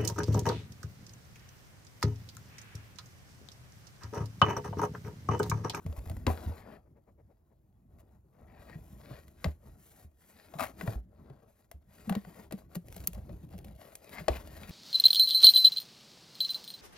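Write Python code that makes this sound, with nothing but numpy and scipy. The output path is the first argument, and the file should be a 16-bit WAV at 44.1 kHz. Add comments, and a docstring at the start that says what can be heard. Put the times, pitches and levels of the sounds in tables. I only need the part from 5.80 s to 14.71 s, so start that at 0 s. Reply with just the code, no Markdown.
"""A cat paws at the opening of a cardboard box, heard from inside it.
Paws set damped panels swinging; claw taps excite board modes; heavy blows send bending waves through a wall.
Dragged claws, fur and chafing board are filtered friction noise; crinkles and picking are short noise bursts.
Low noise rumbles as the box shifts, a run of sniffs passes as air puffs, and the room hushes faintly.
Diffuse echoes and unequal microphone ports make the hollow, with the mid range leaning left."""
import sys
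import numpy as np
from scipy import signal
from scipy.fft import rfft, irfft, next_fast_len
from scipy.io import wavfile
from scipy.ndimage import uniform_filter1d, map_coordinates

SR = 44100
rng = np.random.default_rng(int(sys.argv[2]) if len(sys.argv) > 2 else 0)


def store_wav(level_fs):
    """Save 16-bit WAV to argv[1]."""
    pcm = np.round(np.clip(np.atleast_2d(level_fs), -1, 1) * 32767)
    wavfile.write(sys.argv[1], SR, pcm.T.astype(np.int16))


N = 392931  # samples

# Event levels are relative: the sources add trims to them.
# claws and flap striking the board: start_s, crack_db, knock_db, clack_db, snap_db, spot_hz
TAP_EVENTS = [(0.063, -47.5, -45, -69, -51, 450), (0.126, -54, -48, -59, -59, 566),
              (0.297, -46.5, -45.5, -58.5, -43.5, 664), (0.314, -55.5, -47, -56, -58, 307),
              (0.367, -57.5, -52.5, -52, -52, 533), (0.4665, -27, -30.5, -32, -41, 416),
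              (0.4777, -55.5, -31, -38, -57, 992), (0.5015, -52.5, -33.5, -51.5, -55, 765),
              (2.897, -54, -56.5, -50, -72, 520), (3.48, -58, -67, -58, -56.5, 650),
              (3.6432, -28, -37, -27, -41, 522), (3.6575, -60, -34.5, -57.5, -62, 641),
              (3.6828, -63, -45, -56, -56, 598), (4.738, -50.5, -43.5, -55, -63, 692),
              (5.0109, -41.5, -44.5, -31.5, -48, 645), (5.0759, -47, -38.5, -34, -51, 665),
              (5.499, -65.5, -50.5, -73, -73, 400), (5.9136, -50, -51.5, -52.5, -44, 694),
              (6.295, -34.5, -35.5, -34.5, -35.5, 698), (6.3242, -42, -39.5, -40, -50, 802),
              (6.3513, -36, -38.5, -41.5, -43, 567), (6.449, -55, -53, -47.5, -67, 720),
              (6.71, -48, -46.5, -51, -52, 640), (6.723, -39.5, -38, -61, -39, 324),
              (6.954, -42, -43.5, -47, -36.5, 350), (7.164, -49, -49.5, -68, -41, 674),
              (7.332, -53, -54, -73, -44.5, 646), (7.378, -67, -52, -75, -62, 520),
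              (7.4934, -60, -46.5, -62, -70, 566), (7.735, -58, -49.5, -70, -63, 658),
              (8.153, -49, -62, -68, -37, 602), (8.482, -22.5, -23.5, -29.5, -36, 644),
              (8.8327, -45, -59, -68, -57, 614)]
# paws pushing a panel: start_s, level_db, settled pitch_hz, push_s
THUMP_EVENTS = [(0.049, -33, 150, 0.0068), (.057, -29, 85.1, .006), (.088, -30.5, 72, 0.0067),
                (.176, -31, 57.4, .006), (0.264, -31, 77, .006), (.303, -30, 85.9, .006),
                (.364, -32.5, 59.2, .006), (0.468, -21.5, 238.3, 0.007), (.472, -20.5, 80, 0.0036),
                (.496, -26.5, 79.7, 0.0054), (.66, -25, 78.1, 0.011), (.69, -31, 88.5, .006),
                (2.949, -41, 86.3, 0.0066), (2.954, -36, 150, 0.0045), (3.307, -36.5, 122, .006),
                (3.648, -24.5, 157.6, .006), (3.666, -23.5, 75.5, .006), (4.245, -43, 73.5, 0.0052),
                (4.749, -38, 151.4, 0.0077), (4.8, -43, 87, 0.0078), (4.811, -34.5, 241, 0.0088),
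                (5.027, -30.5, 174.3, 0.013), (5.077, -23.5, 109.6, 0.0044), (5.152, -28, 57, .012),
                (5.5, -41, 132, 0.0045), (5.938, -40.5, 69, .012), (6.271, -27.5, 204.4, .017),
                (6.302, -19.5, 183, .01), (6.361, -22.5, 197.6, .008), (6.467, -40.5, 168.4, 0.0091),
                (6.735, -29.5, 191, 0.0048), (6.962, -27, 170, .006), (7.159, -41, 176, 0.011),
                (7.193, -41, 96.6, 0.0066), (7.28, -38, 168.5, 0.0045), (7.366, -43, 192, 0.0075),
                (7.493, -39, 114, .008), (7.629, -40.5, 157.6, .014), (7.735, -38, 178, 0.019),
                (8.408, -37.5, 161, 0.0066), (8.496, -24.5, 64, 0.0064), (8.886, -35, 168.2, 0.013)]
# heavy blows bending a wall: start_s, wave_db, first_hz, sweep_s (pitch halves), wave_t60_s,
# boom_db, boom_hz, boom_t60_s
BLOW_EVENTS = [(.468, -21.5, 750, 0.0043, 0.068, -28, 399, 0.15),
               (6.299, -28, 844, 0.021, .025, -47.5, 700, .15), (8.482, -16, 900, .008, .04, -28, 471, .13)]
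# claws dragged over the board: start_s, length_s, rasp_db, hiss_db, mean slips_per_s
SCRAPE_EVENTS = [(0.162, 0.039, -54.5, -57, 710), (0.252, 0.055, -59, -60.5, 500),
                 (0.467, 0.09, -46, -52, 1100), (2.183, 0.042, -68, -68.5, 1200),
                 (4.784, 0.093, -35, -46.5, 950), (4.84, 0.087, -53, -62, 1400),
                 (6.321, .075, -50.5, -75, 1100), (6.946, 0.029, -52, -49, 1060),
                 (7.35, 0.032, -60.5, -87, 600)]
# board chafing on board until it lets go: start_s, length_s, level_db, resonance_hz
CHAFE_EVENTS = [(.57, 0.204, -64.5, 1440), (.76, 0.2076, -61, 1800), (2.523, 0.12, -75, 1944),
                (2.67, 0.16, -64, 1900), (2.868, 0.078, -56.5, 1880), (3.257, .11, -62.5, 2150),
                (3.565, 0.088, -68.5, 1950), (8.236, 0.067, -61, 2450), (8.324, 0.069, -45.5, 2100),
                (8.516, .025, -48, 2470), (8.55, .02, -46, 2640), (8.829, .005, -47, 3600)]
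# a paw or flank sliding over the board: start_s, length_s, pad_db, claw_db, fur_db
STROKE_EVENTS = [(0.02, 0.42, -62, -68.5, -66.5), (0.5, .2, -51.5, -57, -60.5),
                 (0.7, 0.11, -54, -64.5, -67), (0.86, 0.11, -53, -68, -73.5), (2.13, 0.1, -70.5, -86, -82),
                 (2.29, 0.077, -69.5, -83.5, -84.5), (2.54, 0.32, -65, -88, -79.5),
                 (2.8, 0.19, -60, -67.5, -69.5), (2.99, 0.46, -66, -73, -68),
                 (3.25, 0.14, -54, -56.5, -67.5), (3.43, 0.12, -74, -79, -75),
                 (3.62, 0.089, -62, -62.5, -62.5), (3.835, 0.14, -64, -73.5, -69.5),
                 (4.0, 0.16, -74, -77.5, -65.5), (4.15, 0.094, -64.5, -72, -65.5),
                 (4.41, 0.15, -69.5, -72, -66), (4.56, 0.11, -63.5, -60.5, -66.5),
                 (4.72, 0.18, -53, -64.5, -61), (4.965, 0.018, -64, -67, -73),
                 (5.01, 0.13, -49, -56, -56.5), (5.35, 0.32, -63, -76, -81),
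                 (5.69, 0.15, -75.5, -78, -76.5), (6.135, 0.34, -63, -64, -66),
                 (6.49, .16, -56, -62, -63.5), (6.78, 0.028, -58.5, -65, -65),
                 (6.92, 0.025, -61, -68.5, -69), (7.1, 0.24, -65.5, -72.5, -64.5),
                 (7.35, 0.3, -65, -75, -74), (7.72, 0.19, -62, -70, -73.5), (8.0, 0.14, -58.5, -63, -64),
                 (8.24, 0.023, -61, -61.5, -63), (8.33, 0.084, -51.5, -52.5, -56.5),
                 (8.51, 0.068, -50, -50.5, -55.5), (8.62, 0.57, -56.5, -57.5, -62)]
# the cat only leaning on the board: pad_db, claw_db, fur_db
RESTING_LEVELS = (-83, -93, -89.5)
# claws picking at the flap: start_s, length_s, crackle_db
PICKING_EVENTS = [(7.08, 0.24, -64), (7.42, 1.2, -67.5), (8.52, 0.38, -65)]
# the creased flap crinkling under a claw: start_s, level_db
CRINKLE_EVENTS = [(7.083, -54), (7.102, -57), (7.125, -52.5), (7.143, -49.5), (7.178, -47), (7.202, -50),
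                  (7.238, -48.5), (7.346, -52.5), (7.778, -55), (7.787, -56), (7.845, -51), (8.243, -54.5),
                  (8.292, -52.5), (8.556, -53), (8.672, -52.5), (8.712, -59), (8.893, -50)]
# the cat sniffing in a quick run: centre_s, level_db
SNIFF_EVENTS = [(1.069, -68), (1.175, -63.5), (1.288, -61), (1.399, -64.5), (1.511, -66), (1.72, -69.5)]
# the box shifting on its base: time_s, rumble_db
SHIFT_CURVE = [(0.0, -60), (0.3, -47), (0.74, -55), (1.05, -63.5), (1.85, -68.5), (2.6, -63), (3.2, -56),
               (3.55, -60), (3.95, -60.5), (4.4, -71.5), (5.05, -57), (5.5, -60), (5.8, -74.5), (6.3, -61),
               (6.85, -61), (7.45, -51), (7.8, -52), (8.25, -70.5), (8.55, -51.5), (8.9, -54.5)]
# sliding turns jerky as claws work at the flap: time_s, pressure swing_db per unit of wobble
GRIP_CURVE = [(.4, 1), (.6, 1.3), (2.5, 1), (6.9, 2.5), (7.1, 5), (7.5, 2.5)]

# modes of the flap and the air in the box: mode_hz, level_db, share of the flap's ring time (ratio)
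BOARD_MODES = [(256, -6.5, 0.57), (407, -8, 1.3), (508, -2.5, 1.2), (607, 2, 1.4), (728, 2, 0.52),
               (863, -2, 0.79), (1083, 6, 0.28), (1310, -6, 0.18), (1471, -4.5, 0.8), (1980, -4.5, 0.85),
               (2560, -8.5, 0.6)]
# a claw snapping free of the edge: mode_hz, level_db, t60_s
CLAW_MODES = [(4530, -14.5, 0.016), (6270, -12, 0.018), (7360, 0.5, 0.0053), (10460, 3, 0.0087),
              (11900, -7, 0.018), (13370, 4, 0.011)]
# standing waves between the walls that colour a scratch: mode_hz, width_hz, level_db
CAVITY_MODES = [(1870, 94, -1), (2460, 66, -2), (3460, 45, -11.5), (3950, 200, -12), (4750, 50, -12.5)]
# boom of a struck wall: multiple of boom pitch (ratio), level_db
BOOM_SPECTRUM = [(.25, -11.5), (.8, 1.5), (1.5, -2), (2.4, -11.5), (8, -69)]

# pads rubbing board: frequency_hz, level_db (per Hz)
RUBBING_SPECTRUM = [(120, -21), (200, -1), (285, -10.5), (318, -7.5), (386, -12), (449, -7.5), (514, -13),
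                    (603, -6.5), (882, -15.5), (1500, -23), (1950, -43), (3300, -120)]
# fur, and the hiss of a scrape: frequency_hz, level_db (per Hz)
FUR_SPECTRUM = [(2500, -10), (5000, -12), (7300, -3.5), (8700, -6), (10000, -2.5), (13000, -3),
                (16000, -16)]
# scraped board and tap clatter: frequency_hz, level_db (per Hz)
RASP_SPECTRUM = [(180, -30), (350, -11), (490, -18), (615, 2.5), (780, -2), (900, -9), (1080, -5),
                 (1550, -14), (1980, -9.5), (2300, -17.5), (2560, -15), (2950, -27.5), (4200, -23),
                 (7000, -35.5)]
# box shifting on its base: frequency_hz, level_db (per Hz)
RUMBLE_SPECTRUM = [(15, -50.5), (25, -17.5), (52, 6.5), (75, 6), (200, -6), (281, -14), (318, -10),
                   (384, -17.5), (500, -26), (650, -34.5), (1100, -120)]
# crushed paper skin: frequency_hz, level_db (per Hz)
CRACK_SPECTRUM = [(600, -26), (2000, -2.5), (2800, -3), (4600, -4.5), (5800, -15), (7400, -8.5),
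                  (12000, -32.5)]
# bright edge of a tap: frequency_hz, level_db (per Hz)
SNAP_SPECTRUM = [(4000, -19.5), (8700, -5), (10400, -5.5), (13300, -5.5), (16000, -19)]
# claws sliding on board: frequency_hz, level_db (per Hz)
SCRATCH_SPECTRUM = [(900, -9.5), (1500, 1.5), (1720, -1), (2000, 1), (2550, -4), (3200, -6.5), (4100, -5.5),
                    (4900, -4.5), (5800, -20), (7500, -33)]
# creased flap: frequency_hz, level_db (per Hz)
CRINKLE_SPECTRUM = [(200, -8), (650, 13), (1100, -16), (2200, 1), (3200, -4), (4800, -6), (8700, -4.5),
                    (12500, -2), (16000, -13)]
# chafing board, before its resonance: frequency_hz, level_db (per Hz)
CHAFE_SPECTRUM = [(500, -20), (1000, 4.5), (1400, -2), (2050, -1), (2550, 0), (3000, -13.5), (4600, -8.5),
                  (6000, -21.5), (9000, -45.5)]

# level difference of the two microphone ports: frequency_hz, left_over_right_db
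PORT_LEAN = [(120, -.7), (250, 2.5), (550, 7.5), (800, 10.5), (1150, 13.5), (2000, 7.5), (4000, 4.5),
             (8000, 0), (16000, .4)]
# phase difference of the two ports: frequency_hz, left_lead_rad
PORT_LEAD = [(60, 0.27), (250, 0.48), (750, 1.1), (1150, 0.5), (2000, 0.6), (3200, 1.36), (5500, 0.99),
             (8500, 2.72), (10500, 1.88), (13000, 1.2), (16000, 0.6)]

TOP_HZ = 16200  # upper band limit
BOARD_RING_S = 0.04  # t60 of the flap
PANEL_RING_S, PANEL_HZ, PANEL_DAMPING = 0.12, 122, 0.68  # t60 at that pitch; power law of its fall with pitch
SPOT_DB, SPOT_RING_S = 1.5, 0.072  # ring of the struck spot over the knock level; its t60
SWELL_DB_PER_S, FADE_DB_PER_S, ARCH_DB = 218.5, 329, 3  # stroke onset, release, and drop from middle to ends
CHAFE_RISE_DB, CHAFE_ATTACK_S, CHAFE_RELEASE_S = 5, 0.0068, .01  # growth over one chafe; its start and stop
CHAFE_RING_DB, CHAFE_WIDTH_HZ = 6.5, 230  # the resonance of the chafing edge


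def amp(db):
    """Logarithmic level: decibels become an amplitude ratio."""
    return 10 ** (np.asarray(db) / 20)


def unit(x):
    """Normalisation: scale to an rms of 1."""
    return x / np.sqrt(np.mean(x ** 2) + 1e-20)


def along(points, hz):
    """Log-frequency interpolation between (frequency, value) points."""
    f, v = np.transpose(points)
    return np.interp(np.log(hz + 1), np.log(f + 1), v)


def curve(rows):
    """Linear interpolation of (time, value) points, one value per sample."""
    s, values = np.transpose(rows)
    return np.interp(np.arange(N) / SR, s, values)


def wobble(rate):
    """Slow random modulation: a smooth curve through rate random knots a second."""
    knots = rng.standard_normal(int(N * rate / SR) + 4)
    return map_coordinates(knots, [np.arange(N) * rate / SR])


def filtered(x, response):
    """Linear filtering: the spectrum is multiplied by a complex response."""
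    n = x.shape[-1]
    m = next_fast_len(n + SR // 8)
    return irfft(rfft(x, m) * response(np.fft.rfftfreq(m, 1 / SR)), m)[..., :n]


def coloured(x, spectrum):
    """Spectral shaping by a gain curve, at rms 1."""
    return unit(filtered(x, lambda hz: amp(along(spectrum, hz))))


def noise(n):
    """White noise: independent normal samples."""
    return rng.standard_normal(n)


def add(track, s, sound):
    """Superposition: mix a sound in at time s."""
    part = track[max(round(s * SR), 0):][:len(sound)]
    part += sound[:len(part)]


def resonances(hz, modes):
    """Modal response: a sum of damped resonances given as (mode_hz, width_hz, level_db)."""
    return sum(amp(db) / (1 + 2j * (hz - mode) / width) for mode, width, db in modes)


def fibres(n, rate, spread_db, smooth):
    """Friction as random impulses: fibres catch and let go in uneven clicks over a smooth hiss."""
    sizes = noise(n) * amp(spread_db * noise(n))
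    clicks = (rng.random(n) < rate / SR) * sizes
    return unit(clicks) + smooth * noise(n)


def strokes(rows):
    """Gesture envelope per level column: each stroke swells, peaks midway and fades; powers add."""
    t = np.arange(N) / SR
    power = np.zeros((len(rows[0][2:]), N))
    for start, length, *levels in rows:
        near = slice(max(int((start - .5) * SR), 0), int((start + length + .5) * SR))
        u = t[near] - start
        arch_db = -ARCH_DB * np.clip(2 * u / length - 1, -1, 1) ** 2
        swell_db = -SWELL_DB_PER_S * np.maximum(-u, 0)
        fade_db = -FADE_DB_PER_S * np.maximum(u - length, 0)
        power[:, near] += np.outer(amp(levels), amp(arch_db + swell_db + fade_db)) ** 2
    return np.sqrt(power)


def room_floor():
    """Stationary noise: the faint hush of the room, shaped by a fixed spectrum."""
    hush = [(25, -6.5), (70, 5.5), (300, -9.5), (700, -6.0), (2500, -36.0), (8000, -48.0), (13000, -26.5)]
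    return amp(-79.0) * coloured(noise((2, N)), hush)


def hollow(x, t60=0.17):
    """Diffuse reverberation: decaying random echoes of box and room, different at each port."""
    t = np.arange(SR // 4) / SR
    tail = noise((2, len(t))) * amp(-60 * t / t60) * (1 - np.exp(-t / 0.0022))
    wet = signal.fftconvolve(x[None], tail / np.linalg.norm(tail[0]), axes=1)[:, :N]
    tone = [(100, -15.0), (600, 3.5), (3000, -2.0), (12000, -19.5)]
    return filtered(wet, lambda hz: amp(along(tone, hz)))


def ports(x):
    """Interaural-style cues: standing waves reach two ports with different strength and phase."""
    def response(hz):
        half = amp(along(PORT_LEAN, hz) / 2) * np.exp(1j * along(PORT_LEAD, hz) / 2)
        pair = np.array([half, 1 / half])
        return pair / np.abs(pair).mean(axis=0)
    return filtered(x, response)


def resonant(x, peak=0.15, width_hz=65):
    """Shared modal response: friction excites the same modes as the taps do."""
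    modes = [(mode, width_hz, db) for mode, db, share in BOARD_MODES]
    return filtered(x, lambda hz: 1 + peak * resonances(hz, modes))


def boxy(x, depth=0.99):
    """Cavity resonance: standing waves of the box stand out of a scratch, at rms 1."""
    return unit(filtered(x, lambda hz: 1 + depth * resonances(hz, CAVITY_MODES)))


def wandering(x, patchy_db=2.5):
    """Time-varying filtering: narrow resonances come and go as the contact moves over the board."""
    z = signal.stft(x, nperseg=1024)[2]
    field = uniform_filter1d(noise(z.shape), size=4, axis=0)  # across frequency
    field = uniform_filter1d(field, size=7, axis=1)  # across time
    return signal.istft(z * unit(amp(patchy_db * unit(field))), nperseg=1024)[1][:N]


def rumble():
    """Modulated low-frequency noise: the box shifts on its base with a swaying level."""
    sway_db = 2.2 * wobble(17)
    level = amp(curve(SHIFT_CURVE) + 2.5 + sway_db)
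    return level * coloured(noise(N), RUMBLE_SPECTRUM)


def sniffs(width_s=0.017):
    """Turbulent airflow: short soft puffs of coloured noise under Gaussian envelopes."""
    t = np.arange(N) / SR
    puffs = sum(amp(db) * np.exp(-((t - s) / width_s) ** 2) for s, db in SNIFF_EVENTS)
    breath = [(200, 1.0), (550, 9.5), (1100, -6), (1600, -16.0), (2100, -12.5), (3000, -31.5), (13000, -33.0)]
    return puffs * coloured(noise(N), breath)


def rubbing():
    """Sliding friction: uneven pressure drives pads, claws and fur over the board in small jerks."""
    pad, claw, fur = np.hypot(strokes(STROKE_EVENTS), amp(RESTING_LEVELS)[:, None])
    pressure = amp(curve(GRIP_CURVE) * wobble(60) + 0.68 * wobble(16))
    body = pad * coloured(fibres(N, rate=1000, spread_db=3.0, smooth=0.99), RUBBING_SPECTRUM)
    scratch = boxy(coloured(fibres(N, rate=510, spread_db=3.0, smooth=1.0), SCRATCH_SPECTRUM))
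    hiss = coloured(fibres(N, rate=2700, spread_db=1.0, smooth=0.98), FUR_SPECTRUM)
    return pressure * (body + amp(-3.5) * claw * scratch + amp(0.08) * fur * hiss)


def picking():
    """Random impulse process: fibres tear one by one in sparse dry ticks, each with a small knock."""
    effort = strokes(PICKING_EVENTS)[0]
    t = np.arange(SR // 50) / SR
    ticks = (rng.random(N) < 220 / SR) * amp(1.7 * noise(N))  # 220 a second on average
    bursts = unit(signal.fftconvolve(ticks, amp(-60 * t / 0.025))[:N])
    tone = [(200, -2.5), (650, 10.0), (1300, -21.0), (2600, -8.0),
            (6000, -16.0), (8700, -11), (12500, -8.0), (16000, -21.0)]
    return effort * coloured(bursts * noise(N), tone)


def crinkles(attack_s=0.0014, ring_s=0.026):
    """Fracture noise: each crinkle is a short decaying cluster of breaking fibres."""
    out, t = np.zeros(N), np.arange(SR // 20) / SR
    for s, db in CRINKLE_EVENTS:
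        cluster = coloured(fibres(len(t), rate=1400, spread_db=4, smooth=.6), CRINKLE_SPECTRUM)
        add(out, s, amp(db + 7 - 60 * t / ring_s) * (1 - np.exp(-t / attack_s)) * cluster)
    return out


def chafing():
    """Friction-driven resonance: a rasp focused on one edge mode grows with pressure and stops short."""
    out, t = np.zeros(N), np.arange(SR // 3) / SR
    for start, length, db, ring_hz in CHAFE_EVENTS:
        growth_db = CHAFE_RISE_DB * (np.clip(t / length, 0, 1) - 1.5)
        swell = np.clip(t / CHAFE_ATTACK_S, 0, 1) * amp(db + growth_db)
        effort = swell * np.exp(-np.maximum(t - length, 0) / CHAFE_RELEASE_S)
        slips = fibres(len(t), rate=990, spread_db=2.5, smooth=0.97)
        edge = [(ring_hz, CHAFE_WIDTH_HZ, CHAFE_RING_DB)]
        rasp = filtered(slips, lambda hz: amp(along(CHAFE_SPECTRUM, hz)) + resonances(hz, edge))
        add(out, start, effort * unit(rasp))
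    return out * amp(1.8 * wobble(140))


def scrapes():
    """Stick-slip: a dragged claw slips unevenly, each slip a tiny burst; the stroke swells fast and eases off."""
    out, t = np.zeros(N), np.arange(SR // 7) / SR
    for s, length, rasp_db, hiss_db, rate in SCRAPE_EVENTS:
        slip_times = np.cumsum(.2 + .8 * rng.exponential(size=256)) / rate
        sizes = amp(rng.normal(0, 1.9, size=256))
        slips = np.bincount((slip_times * SR).astype(int), sizes, len(t))[:len(t)]
        bursts = signal.fftconvolve(slips, amp(-60 * t / 0.008))[:len(t)]
        drive = unit(bursts) * noise(len(t))
        stroke = np.abs(np.sin(np.pi * np.clip(t / length, 0, 1) ** 0.61))
        rasp = amp(rasp_db) * coloured(drive, RASP_SPECTRUM)
        hiss = amp(hiss_db) * coloured(drive, FUR_SPECTRUM)
        add(out, s, stroke * (rasp + hiss))
    return out


def claw_snap(s, db):
    """Sudden release: a claw comes free with one hard, bright click of damped modes and noise."""
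    out, t = np.zeros(N), np.arange(SR // 8) / SR
    ring = sum(amp(level - 60 * t / t60) * np.sin(2 * np.pi * (hz * t + rng.random()))
               for hz, level, t60 in CLAW_MODES)
    tone = [(200, -13.0), (700, -6.5), (3000, -0.5), (8500, 2), (12000, 8.5)]
    crack = amp(-6.0 - 60 * t / 0.028) * coloured(noise(len(t)), tone)
    add(out, s, amp(db + 11.5) * (1 - np.exp(-t / 0.00052)) * (ring + crack))
    return out


def taps(clack_hz=1000):
    """Impact excitation: a contact crushes the paper skin, then rings the struck spot, flap and hollow."""
    out, t = np.zeros(N), np.arange(SR // 7) / SR
    for s, crack_db, knock_db, clack_db, snap_db, spot_hz in TAP_EVENTS:
        # a hard claw favours the upper modes, a soft pad the lower ones
        strength = [(clack_hz * 0.71, knock_db), (clack_hz * 1.5, clack_db)]
        bend = rng.normal(1, .03)  # shifts all modes together
        ring = np.zeros(len(t))
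        for k, (hz, db, share) in enumerate(BOARD_MODES):
            mode_db = db + along(strength, hz) + rng.normal(0, 1)
            decay = amp(mode_db - 60 * t / (BOARD_RING_S * share))
            ring += (-1) ** k * decay * np.sin(2 * np.pi * hz * bend * t)
        spot = amp(knock_db + SPOT_DB - 60 * t / SPOT_RING_S) * np.sin(2 * np.pi * spot_hz * t)
        clatter = amp(knock_db - 10.0 - 60 * t / 0.068) * coloured(noise(len(t)), RASP_SPECTRUM)
        # the direct crack and its echoes between the walls
        burst = amp(-60 * t / 0.015) + amp(-26.0 - 60 * t / 0.17)
        crack = amp(crack_db + 2.0) * coloured(noise(len(t)), CRACK_SPECTRUM)
        snap = amp(snap_db + 3.5) * coloured(noise(len(t)), SNAP_SPECTRUM)
        crush = 1 - np.exp(-t / .0008)
        add(out, s, amp(-1.5) * ring + spot + crush * (clatter + burst * (crack + snap)))
    return out


def blows(wave_attack_s=.0007, boom_attack_s=0.0065):
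    """Dispersion: high bending waves cross the wall first, so the knock sweeps down; many close modes boom."""
    out, t = np.zeros(N), np.arange(SR // 4) / SR
    for s, wave_db, first_hz, sweep_s, wave_t60, boom_db, boom_hz, boom_t60 in BLOW_EVENTS:
        turn = 2 * np.pi * np.cumsum(first_hz / (1 + t / sweep_s)) / SR
        wave = amp(wave_db - 60 * t / wave_t60) * (1 - np.exp(-t / wave_attack_s)) * np.sin(turn)
        modes = coloured(noise(len(t)), [(boom_hz * k, db) for k, db in BOOM_SPECTRUM])
        boom = amp(boom_db - 60 * t / boom_t60) * (1 - np.exp(-t / boom_attack_s)) * modes
        add(out, s, wave + boom)
    return out


def thumps(sag=.12, sag_s=.012):
    """Damped oscillation: a soft paw swings a panel, its pitch sagging as pressure eases; the board flexes."""
    out, t = np.zeros(N), np.arange(SR // 2) / SR
    flexing = [(30, -2.0), (120, 3.0), (250, 3.5), (550, -13.5), (1400, -51.5), (4000, -91.0)]
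    for s, db, hz, push_s in THUMP_EVENTS:
        t60 = PANEL_RING_S * (PANEL_HZ / hz) ** PANEL_DAMPING
        turn = 2 * np.pi * hz * np.cumsum(1 + sag * np.exp(-t / sag_s)) / SR
        swing = np.sin(turn) + amp(-20.5 - 60 * t / 0.5) * np.sin(2.3 * turn)
        flex = amp(-15.5 - 60 * t / 0.35) * coloured(noise(len(t)), flexing)
        level = amp(db + 1.35 - 60 * (t - push_s) / t60) * (1 - np.exp(-(t / push_s) ** 2))
        add(out, s, level * (swing + flex))
    return out


def scene():
    """Superposition: all contacts sound through one box; some echoes reach the ports from all sides."""
    sliding = resonant(rubbing() + rumble() + picking() + crinkles())
    friction = wandering(scrapes() + chafing() + sliding)
    impacts = taps() + blows() + thumps() + claw_snap(s=7.2724, db=-28.5)
    box = impacts + friction + sniffs()
    return ports(box + amp(-15.5) * hollow(box)) + amp(-20) * hollow(box) + room_floor()


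def record(dry):
    """Band limitation: a very steep low-pass removes what lies above the top frequency."""
    return filtered(dry, lambda hz: 1 / np.sqrt(1 + (hz / TOP_HZ) ** 120))


dry = scene()
out = record(dry)
store_wav(out)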